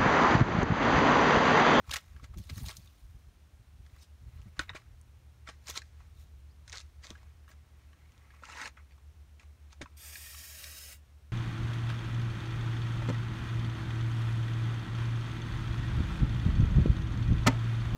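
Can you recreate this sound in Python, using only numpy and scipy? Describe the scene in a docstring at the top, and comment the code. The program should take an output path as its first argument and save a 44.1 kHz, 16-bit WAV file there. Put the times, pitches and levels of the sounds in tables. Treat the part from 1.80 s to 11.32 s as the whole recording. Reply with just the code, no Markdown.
"""A garden, on one microphone. Wind buffets it at first, and two far machines hum a few hertz apart,
so that the bass throbs throughout. Close by, long-handled shears bite through a dry branch; then twigs
snap and dry leaves crunch. Halfway, a bird chirps once, faintly. Later a branch is dragged nearby,
and near the end something hisses for a second like a spray nozzle."""
import sys
import numpy as np
from scipy import signal
from scipy.fft import rfft, irfft, next_fast_len
from scipy.io import wavfile
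from scipy.ndimage import uniform_filter1d

SR = 44100
rng = np.random.default_rng(int(sys.argv[2]) if len(sys.argv) > 2 else 0)


def generate_wav(sig):
    """Save sig (samples, or channels by samples) to the path in sys.argv[1] as 16-bit PCM at SR."""
    pcm = np.round(np.clip(np.atleast_2d(sig).T, -1, 1) * 32767).astype(np.int16)
    wavfile.write(sys.argv[1], SR, pcm)


N = 419832
TIME = np.arange(N) / SR


def gain_of(db):
    """Decibels to an amplitude factor."""
    return 10 ** (np.asarray(db) / 20)


def unit_rms(x):
    """Scales to rms 1."""
    return x / np.sqrt(np.mean(x ** 2) + 1e-20)


def shaped(x, points):
    """Filters by a spectrum of (Hz, dB) points."""
    point_hz, db = np.transpose(points)
    size = next_fast_len(len(x))
    hz = np.fft.rfftfreq(size, 1 / SR)
    response = gain_of(np.interp(np.log(hz + 1), np.log(point_hz + 1), db))
    return irfft(rfft(x, size) * response, size)[:len(x)]


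def curve(points, outside=None):
    """Joins (seconds, value) points into a curve over the whole time."""
    return np.interp(TIME, *np.transpose(points), left=outside, right=outside)


def body(x, modes):
    """Rings x through steep (Hz, width Hz, dB) resonances of alternating sign; rms 1."""
    out = 0
    for k, (hz, width, db) in enumerate(modes):
        peak = signal.iirpeak(min(hz, .45 * SR), hz / width, SR)
        out += (-1) ** k * gain_of(db) * signal.lfilter(*peak, signal.lfilter(*peak, x))
    return unit_rms(out)


def wander(hz):
    """Random drift, mostly slower than hz; rms 1."""
    return unit_rms(shaped(rng.standard_normal(N), [(hz, 0), (4 * hz, -40), (SR, -200)]))


def mottled(x, db, frame, bins, frames):
    """Random patches of db depth over pitch and time, bins wide and frames long."""
    spectra = signal.stft(x, nperseg=frame)[2]
    patches = uniform_filter1d(rng.standard_normal(spectra.shape), bins, axis=0)
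    patches = uniform_filter1d(patches, frames, axis=1)
    return signal.istft(spectra * gain_of(db * unit_rms(patches)), nperseg=frame)[1][:N]


# The background beyond the garden. Each row: frequency in Hz, relative level in dB.
AIR_SPECTRUM = [(88, -11.5), (150, -3.5), (483, -14), (1140, -16), (2790, -20), (3880, -22.5),
                (4910, -23.5), (5410, -21), (8470, -24.5), (14600, -30.5), (15800, -30.5)]


def air():
    """Far leaves and town merge into a soft, nearly steady hiss."""
    return gain_of(-69 + 0.12 * wander(18)) * unit_rms(shaped(rng.standard_normal(N), AIR_SPECTRUM))


# The lower of the two far machines. Each row: time in seconds, pitch in Hz.
HUM_PITCH = [(0.0, 72.7), (0.6, 71.08), (1.19, 72.31), (1.78, 70.06), (2.38, 69.18), (2.97, 68.84),
             (3.57, 70.39), (4.16, 68.83), (4.76, 69.26), (5.36, 70.04), (5.95, 70.63), (6.54, 71.05),
             (7.14, 68.78), (7.74, 70.87), (8.33, 69.53), (8.92, 71.23), (9.52, 68.99)]
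# Both machines swell together at the microphone. Each row: time in seconds, the lower one's level in dB.
HUM_LEVEL = [(0, -68), (1.2, -64), (2.4, -59), (3, -62), (4.2, -56), (5.4, -56.5), (6, -60), (6.6, -62),
             (7.2, -57), (7.8, -56), (8.9, -57.5), (9.52, -58.5)]
# The higher machine, an engine, also sounds a fifth up. Each row: time in seconds, level in dB.
FIFTH_LEVEL = [(0, -77), (2.6, -75.5), (3, -64), (5.6, -70.5), (6.6, -74.5), (9.52, -73.5)]


def machines(engine_hz=77.0):
    """Two tones beat and waver on the way through the air; the engine brings two overtones."""
    hum_turns = np.cumsum(curve(HUM_PITCH)) / SR
    engine_turns = engine_hz * TIME + .40
    hum_db = curve(HUM_LEVEL)
    tones = [(hum_turns, hum_db), (engine_turns, hum_db - 1.5),
             (1.5 * engine_turns, curve(FIFTH_LEVEL)), (2 * engine_turns, -81)]
    return np.sqrt(2) * sum(gain_of(db + 1.3 * wander(3.4)) * np.cos(2 * np.pi * turns)
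                            for turns, db in tones)


# Wind rumbling on the microphone. Each row: time in seconds, level in dB.
GUSTS = [(0, -62), (.82, -49.5), (1.14, -67.5), (1.35, -56.5), (1.64, -68), (1.8, -58), (2.36, -65.5),
         (2.46, -55), (2.85, -54.5), (3.55, -63.5), (4.24, -63), (4.93, -59), (5.2, -62), (8.5, -68),
         (9.52, -67)]
# Single blows of wind on the microphone. Each row: start in seconds, level in dB, nominal pitch in Hz.
BUFFETS = [(0.077, -38, 67.6), (0.137, -46, 71), (.258, -52, 59.4), (0.342, -42.5, 69), (0.418, -43, 68.6),
           (.49, -40.5, 63), (0.559, -40, 64), (.555, -45, 184), (.584, -38.5, 110), (0.709, -34, 77.4),
           (0.762, -37.5, 107.6), (.802, -40, 133.5), (.821, -35, 60.5), (0.855, -38, 90),
           (0.973, -46, 100), (1.232, -45.5, 58), (1.34, -42.5, 63.4), (1.465, -48, 65.5),
           (1.784, -46, 67.6), (1.928, -51, 68.6), (1.985, -44, 68.5), (2.414, -45.5, 77),
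           (2.458, -40, 64.5), (2.579, -41.5, 69.6), (2.651, -42.5, 110), (2.778, -41, 63.7),
           (2.895, -45.5, 87), (3.123, -53, 49)]


def wind(buffet_s=0.0502):
    """Lumpy pressure at the microphone port, and blows that swing a few times as their pitch sinks."""
    spectrum = [(18, -62), (36, -9.5), (50, 5.5), (90, 0), (140, -12.5), (260, -32), (600, -47.5)]
    rumble = unit_rms(shaped(rng.standard_normal(N), spectrum))
    out = gain_of(curve(GUSTS) + 3.3 * wander(15)) * rumble
    progress = np.arange(0, 1, 1 / (SR * buffet_s))
    envelope = np.sin(np.pi * progress ** 0.73) ** 2
    for s, db, hz in BUFFETS:
        phase = 2 * np.pi * hz * buffet_s * (1.15 * progress - 0.246 * progress ** 2)
        offset = 2 * np.pi * rng.random(2)
        swing = np.sin(phase + offset[0]) + 0.39 * np.sin(1.86 * phase + offset[1])
        sharp_edge = 0.06 * np.sin(3.28 * phase) + 0.027 * np.sin(6.1 * phase)
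        add(out, s, gain_of(db) * (swing + sharp_edge) * envelope)
    return out


def add(mix, s, sound):
    """Mixes a sound in at s seconds."""
    part = mix[round(s * SR):][:len(sound)]
    part += sound[:len(part)]


def litter_breaks(per_s=6000, spread_db=3, clump_db=3):
    """Twigs and leaves give way in dense, tiny breaks of uneven size that come in clumps."""
    breaks = (rng.random(N) < per_s / SR) * rng.choice([-1., 1.], N)
    breaks *= gain_of(spread_db * np.minimum(rng.exponential(1, N), 4) + clump_db * wander(100))
    breaks += 0.53 * rng.standard_normal(N)  # leaves sliding over each other
    return mottled(breaks, db=3.2, frame=256, bins=3, frames=4)  # each bit has its own ring


# Resonances of the litter on the ground: wood, papery leaves and their finest fizz.
# Each row: centre in Hz, width in Hz, level in dB.
WOOD_MODES = [(632, 490, -4), (1016, 400, -2.5), (1244, 390, 1.5), (1616, 267, -2), (1987, 420, 2),
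              (2395, 870, -3.5)]
LEAF_MODES = [(3920, 2470, 4), (5370, 1200, 4.5), (6380, 2200, 4), (8680, 3200, -10)]
FIZZ_MODES = [(9380, 420, 4.5), (12020, 6700, -4.5), (15300, 7900, -6.5)]
# Crunches near the microphone. Each row: peak time, swell and fall in seconds, the wood's peak level
# in dB, then leaf and fizz levels in dB relative to the wood.
CRUNCHES = [(.092, 0.079, .05, -58, -2.5, -6), (0.113, 0.018, 0.042, -42.5, -9, -4),
            (.139, .02, 0.038, -39.5, 3, -4), (0.164, 0.015, 0.043, -42, 0, -5),
            (.39, 0.36, 0.065, -68.5, -6, -10), (.445, 0.03, .027, -53.5, -0.5, -12),
            (.543, 0.03, 0.017, -58.5, -8, -18), (.583, 0.012, 0.043, -61.5, 10.5, 6.5),
            (.64, 0.12, 0.23, -71, 8.5, 3), (0.698, 0.01, 0.025, -45, 1, -10),
            (.782, 0.15, 0.18, -60.5, 7, 5.5), (.836, 0.051, 0.067, -66, -3, 11),
            (.862, 0.027, 0.14, -57, 7.5, 4.5), (.892, 0.026, 0.078, -47.5, 0, -10),
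            (.972, .05, 0.044, -72, 13, 16), (.99, .05, 0.94, -74.5, 6, 4),
            (2.17, 0.32, 0.21, -70, -3.5, -5), (2.234, 0.086, 0.04, -70.5, 13.5, 2),
            (2.592, 0.35, .33, -70, -4, -17), (2.771, 0.028, 0.15, -59.5, -6, -21),
            (2.806, 0.015, 0.063, -46, -3.5, -13), (2.903, 0.029, 0.014, -42.5, -14, -43),
            (2.951, .008, 0.079, -50, -3, -19), (2.965, 0.041, 0.026, -45.5, -8.5, -24),
            (3.678, .025, .1, -52.5, -2, -24), (3.697, 0.033, 0.028, -48, -1.5, -28),
            (3.875, 0.024, .1, -57, 3.5, -11), (3.903, 0.059, .04, -45, 3.5, -4),
            (3.977, 0.069, 0.03, -44, 3.5, -11), (4.214, 0.16, .14, -70, -2.5, -25),
            (4.412, 0.16, 0.13, -75, 8, 3), (4.889, 0.035, .08, -63, 3, -15),
            (4.927, 0.012, 0.13, -47.5, -2, -24), (4.975, 0.1, 0.034, -54, 5.5, -19),
            (5.003, 0.14, 0.048, -66, 11, -17), (5.242, .03, 0.12, -54, 2, -21),
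            (5.307, 0.052, 0.046, -59, 4, -11), (5.38, 0.37, 0.41, -69, -7, -21),
            (5.69, .02, .05, -63, -2, -2), (5.716, .03, .04, -61, -0.5, -14),
            (6.62, 1.9, .03, -68.5, -8.5, -13), (6.972, .013, 0.08, -57.5, -14, -35),
            (7.603, 0.036, 0.1, -63, -6, -31), (7.63, .03, .04, -65, -6, -25),
            (7.931, 0.046, .03, -61.5, 1, -21), (8.02, 0.012, 0.037, -44.5, -3.5, -27)]


def crunches(breaks, span_db=30):
    """Tiny breaks ring through wood and leaf; each crunch swells and falls, then the litter settles."""
    bands = np.array([body(breaks, modes) for modes in (WOOD_MODES, LEAF_MODES, FIZZ_MODES)])
    power = np.zeros((3, N))
    for s, swell_s, fall_s, db, leaf_db, fizz_db in CRUNCHES:
        at = slice(max(0, round((s - 2 * swell_s) * SR)), round((s + 1) * SR))
        t = TIME[at] - s
        settling_db = -26.5 - 92 * t
        falling_db = np.maximum(-span_db * t / fall_s, settling_db)
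        wood_db = db + np.where(t < 0, span_db * t / swell_s, falling_db)
        power[:, at] += gain_of([wood_db, wood_db + leaf_db, wood_db + fizz_db]) ** 2
    return (np.sqrt(power) * bands).sum(0)


# Dry wood snapping close by, first between the blades. Each row: start in seconds, the ring's peak
# level in dB, its pitch in Hz, treble crack in dB relative to the ring.
SNAPS = [(.094, -37.5, 1260, -1), (.109, -33.5, 3030, -1), (.112, -29, 3700, 2), (.117, -35, 4070, -8),
         (.124, -32, 1940, -4), (.135, -27.5, 3920, -3), (0.139, -32.5, 1860, -3), (.158, -26.5, 2080, -2),
         (0.166, -28.5, 3060, 2.5), (.171, -39, 1980, -16), (.185, -41.5, 3780, -8),
         (.363, -50.5, 1620, -13), (.396, -51, 1160, -12), (0.446, -51, 1750, -3),
         (0.537, -51.5, 1190, -14), (0.574, -46, 6310, -1), (.698, -38.5, 4220, -7), (0.782, -49, 1230, -8),
         (0.84, -48, 880, -12), (.884, -41, 2110, 11), (.91, -35.5, 4500, -6), (.968, -34.5, 5740, -6.5),
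         (1.074, -54, 3400, -4), (2.063, -55, 1830, -1), (2.792, -26.5, 4130, -4),
         (2.793, -22.5, 1534, -3.5), (2.796, -26.5, 1340, -20), (2.809, -58, 1250, -2),
         (2.893, -27.5, 1970, -32), (2.933, -48, 1500, -15), (2.952, -40, 1840, -24),
         (3.674, -36.5, 1860, -19), (3.688, -37, 1680, -5), (3.898, -31.5, 6400, -2), (3.959, -37, 4150, 1),
         (4.018, -41.5, 2140, -1.5), (4.204, -52.5, 1004, -13), (4.878, -45.5, 2000, 4),
         (4.928, -39.5, 2340, 6.5), (5.353, -47.5, 1610, -10), (5.43, -54.5, 890, -0.5),
         (5.679, -51, 1470, -5), (6.13, -51.5, 1580, -12), (6.505, -50, 1740, -20), (6.538, -55, 1100, -9),
         (6.635, -38.5, 1390, -12), (6.816, -32, 1960, -21), (6.856, -33, 2180, -16),
         (6.969, -55, 2700, -11), (6.974, -47.5, 1270, -32), (7.108, -58, 2400, -15),
         (7.12, -54, 2300, -18), (7.13, -60, 2300, -15), (7.179, -59, 1240, -2), (7.596, -49, 2650, -3),
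         (7.928, -49, 1246, 4.5), (8.014, -39, 1895, 0), (8.058, -42.5, 1340, -21),
         (8.355, -33.5, 2280, -26), (8.544, -45.5, 1190, -20), (8.548, -41.5, 2870, -8),
         (8.77, -48, 6350, -11), (8.841, -38.5, 2400, 7)]


def snaps(t60_s=0.02, rise_s=0.00027):
    """A break is a sudden shower of splinters: the twig rings briefly under a bright crack."""
    t, out = np.arange(3000) / SR, np.zeros(N)
    for s, db, hz, crack_db in SNAPS:
        noise = rng.standard_normal(len(t))
        splinters = noise * abs(noise) * gain_of(-60 * t / t60_s) * (1 - np.exp(-t / rise_s))
        splinters[8] = 3.9  # the first fibre
        width = 0.44 * hz * gain_of(0.1 * crack_db)  # a dull snap rings more clearly
        ring = body(splinters, [(hz, width, 0), (0.721 * hz, 0.11 * hz, -4),
                                (1.91 * hz, 0.2 * hz, -5), (2.6 * hz, 0.13 * hz, -11)])
        crack = body(splinters, LEAF_MODES)
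        snap = ring / abs(ring).max() + gain_of(crack_db) * crack / abs(crack).max()
        add(out, s, gain_of(db) * snap)
    return out


# Dull knocks of wood nearby. Each row: start in seconds, level in dB, pitch in Hz.
KNOCKS = [(.112, -43, 556), (.136, -48.5, 466), (.159, -51, 566), (.43, -48.5, 249), (.7, -41.5, 228),
          (.779, -46, 151), (.895, -46.5, 390), (2.794, -32.5, 321), (2.949, -38, 370), (3.688, -45.5, 187),
          (3.894, -40.5, 376), (3.973, -41, 370), (4.935, -49, 430), (5.25, -58, 655), (5.3, -49, 608),
          (5.309, -37.5, 200), (5.701, -55, 630), (6.623, -49, 550), (8.011, -35, 348), (8.026, -36.5, 147)]


def knocks(t60_s=0.034, rise_s=0.00071):
    """A soft push makes the wood swing a few times in three modes."""
    t, out = np.arange(6000) / SR, np.zeros(N)
    for s, db, hz in KNOCKS:
        phase = 2 * np.pi * hz * t
        swing = np.sin(phase) + 0.57 * np.sin(1.64 * phase) + .5 * np.sin(0.485 * phase)
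        add(out, s, gain_of(db - 60 * t / t60_s) * swing * (1 - np.exp(-t / rise_s)))
    return out


# Brittle leaves ticking close by. Each row: start in seconds, peak level in dB, main resonance in Hz.
LEAF_TICKS = [(2.6174, -48, 2760), (3.2139, -42.5, 9400), (3.8715, -31, 5000), (3.8844, -29, 6820),
              (3.9094, -28, 5400), (3.9763, -19, 4100), (4.8973, -31.5, 5950), (4.9212, -34, 3670),
              (4.9274, -32, 4500), (4.9564, -31, 4640), (4.973, -27, 4200), (4.9825, -27.5, 3900),
              (4.9945, -38, 3860), (5.0032, -34, 4060), (5.0174, -41, 5100), (5.0644, -58, 3610),
              (5.2364, -44, 5430), (5.2437, -43, 4430), (5.2504, -37, 4900), (5.269, -33, 3700),
              (5.3048, -29, 3500), (5.7124, -61, 2740), (6.321, -50.5, 2830), (6.379, -49, 3370),
              (6.6544, -35, 2780), (6.8755, -34, 4040)]


def leaf_ticks():
    """Each tick is one clean break: a click with a wide, very short ring."""
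    click, out = signal.unit_impulse(400), np.zeros(N)
    for s, db, hz in LEAF_TICKS:
        tick = body(click, [(hz, 0.33 * hz, 0), (6400, 2200, -4), (2100, 700, -9)])
        add(out, s, gain_of(db) * tick / abs(tick).max())
    return out


def bird(start_s=4.68, length_s=.05, low_hz=3700, high_hz=5340, db=-74):
    """One faint, broken, rising whistle."""
    progress = np.clip((TIME - start_s) / length_s, 0, 1)
    hz = low_hz + (high_hz - low_hz) * progress
    envelope = np.sin(np.pi * progress) * gain_of(db + 4 * wander(40))
    return np.sqrt(2) * envelope * np.sin(2 * np.pi * np.cumsum(hz) / SR)


# Resonances of the dragged branch. Each row: centre in Hz, width in Hz, level in dB.
BRANCH_MODES = [(216, 230, -11.5), (510, 330, -12.5), (952, 246, 0), (1340, 440, -4), (1980, 710, 0),
                (2750, 490, -8.5)]
# Its pull over the ground nearby. Each row: time in seconds, the wood's level in dB.
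DRAG_LEVEL = [(6.625, -63), (6.64, -58), (6.67, -53.5), (6.76, -49), (6.825, -43.5), (6.878, -44.5),
              (6.897, -65), (6.93, -88)]


def dragged_branch(breaks):
    """A branch rasps through the litter, ringing with the tiny breaks, and stops short."""
    leaves = gain_of(-5) * body(breaks, LEAF_MODES) + gain_of(-26) * body(breaks, FIZZ_MODES)
    return gain_of(curve(DRAG_LEVEL, outside=-200)) * (body(breaks, BRANCH_MODES) + leaves)


# The nozzle-like hiss near the microphone. Each row: frequency in Hz, relative level in dB
# before its three bands are balanced.
JET_SPECTRUM = [(350, -23), (600, -18.5), (789, -16), (1130, -11.5), (1440, -14.5), (1630, -8),
                (2460, -5.5), (3860, -4), (4190, -8.5), (5000, 2.5), (7650, -0.5), (8650, 2.5),
                (10500, -4.5), (12700, -4), (15800, -6.5)]
# Its low band comes and goes. Each row: time in seconds, level in dB relative to the middle band.
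JET_LOW_LEVEL = [(8.17, -10), (8.3, -8), (8.6, -10.5), (8.85, -6.5), (9.0, -10), (9.15, -7)]


def nozzle(open_s=8.172, full_s=8.25, shut_s=9.132, gone_s=9.2, puff_db=-57.5, flow_db=-49.5):
    """Smooth turbulence with narrow, drifting streaks; it opens in two steps, flows and shuts."""
    start_s = open_s - .012
    db = curve([(start_s, -90), (open_s, puff_db), (full_s, flow_db), (shut_s, flow_db), (gone_s, -80)])
    jet = shaped(rng.standard_normal(N), JET_SPECTRUM)
    jet = mottled(jet, db=3.5, frame=1024, bins=3, frames=48)
    low = shaped(jet, [(2800, 0), (3200, -60), (SR, -60)])
    top = shaped(jet, [(1, -60), (10500, -60), (11000, 0)])
    middle = jet - low - top
    hiss = unit_rms(middle) + gain_of(curve(JET_LOW_LEVEL)) * unit_rms(low) + gain_of(-2) * unit_rms(top)
    flowing = uniform_filter1d(1. * (TIME > start_s) * (TIME < gone_s), 300)
    return flowing * gain_of(db + 0.83 * wander(28)) * hiss


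def garden_scatter(x, t60_s=0.089, returns_per_s=3000):
    """Sparse returns reach the microphone from ground, stems and leaves."""
    t = np.arange(SR // 5) / SR
    taps = (rng.random(len(t)) < returns_per_s / SR) * rng.standard_normal(len(t))
    taps *= gain_of(-60 * t / t60_s) * (t > .003)
    taps = signal.lfilter([1], [1, -.5], taps)  # softens the treble
    return signal.oaconvolve(x, taps / np.linalg.norm(taps))[:N]


def scene():
    """Near sounds with their scatter, over wind, far machines, bird and air; mono."""
    near = snaps() + leaf_ticks() + knocks()
    breaks = litter_breaks()
    near += crunches(breaks) + dragged_branch(breaks) + nozzle()
    return (near + gain_of(-13.5) * garden_scatter(near) + wind() + machines() + bird() + air())[None]


# The response of the microphone's port. Each row: frequency in Hz, gain in dB.
PORT_RESPONSE = [(100, 0), (3900, 0.5), (4250, 0.5), (4600, -1.5), (7200, -3), (7700, -5.5), (8300, -2),
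                 (9900, -2), (10450, -6), (11100, -2)]


def record(dry):
    """The microphone port dips the treble, and a steep low-pass limits the band."""
    coloured = shaped(dry[0], PORT_RESPONSE)
    low_pass = signal.firwin(1023, cutoff=15760, window=("kaiser", 9), fs=SR)
    return signal.oaconvolve(coloured, low_pass, "same")[None]


dry = scene()
out = record(dry)
generate_wav(out)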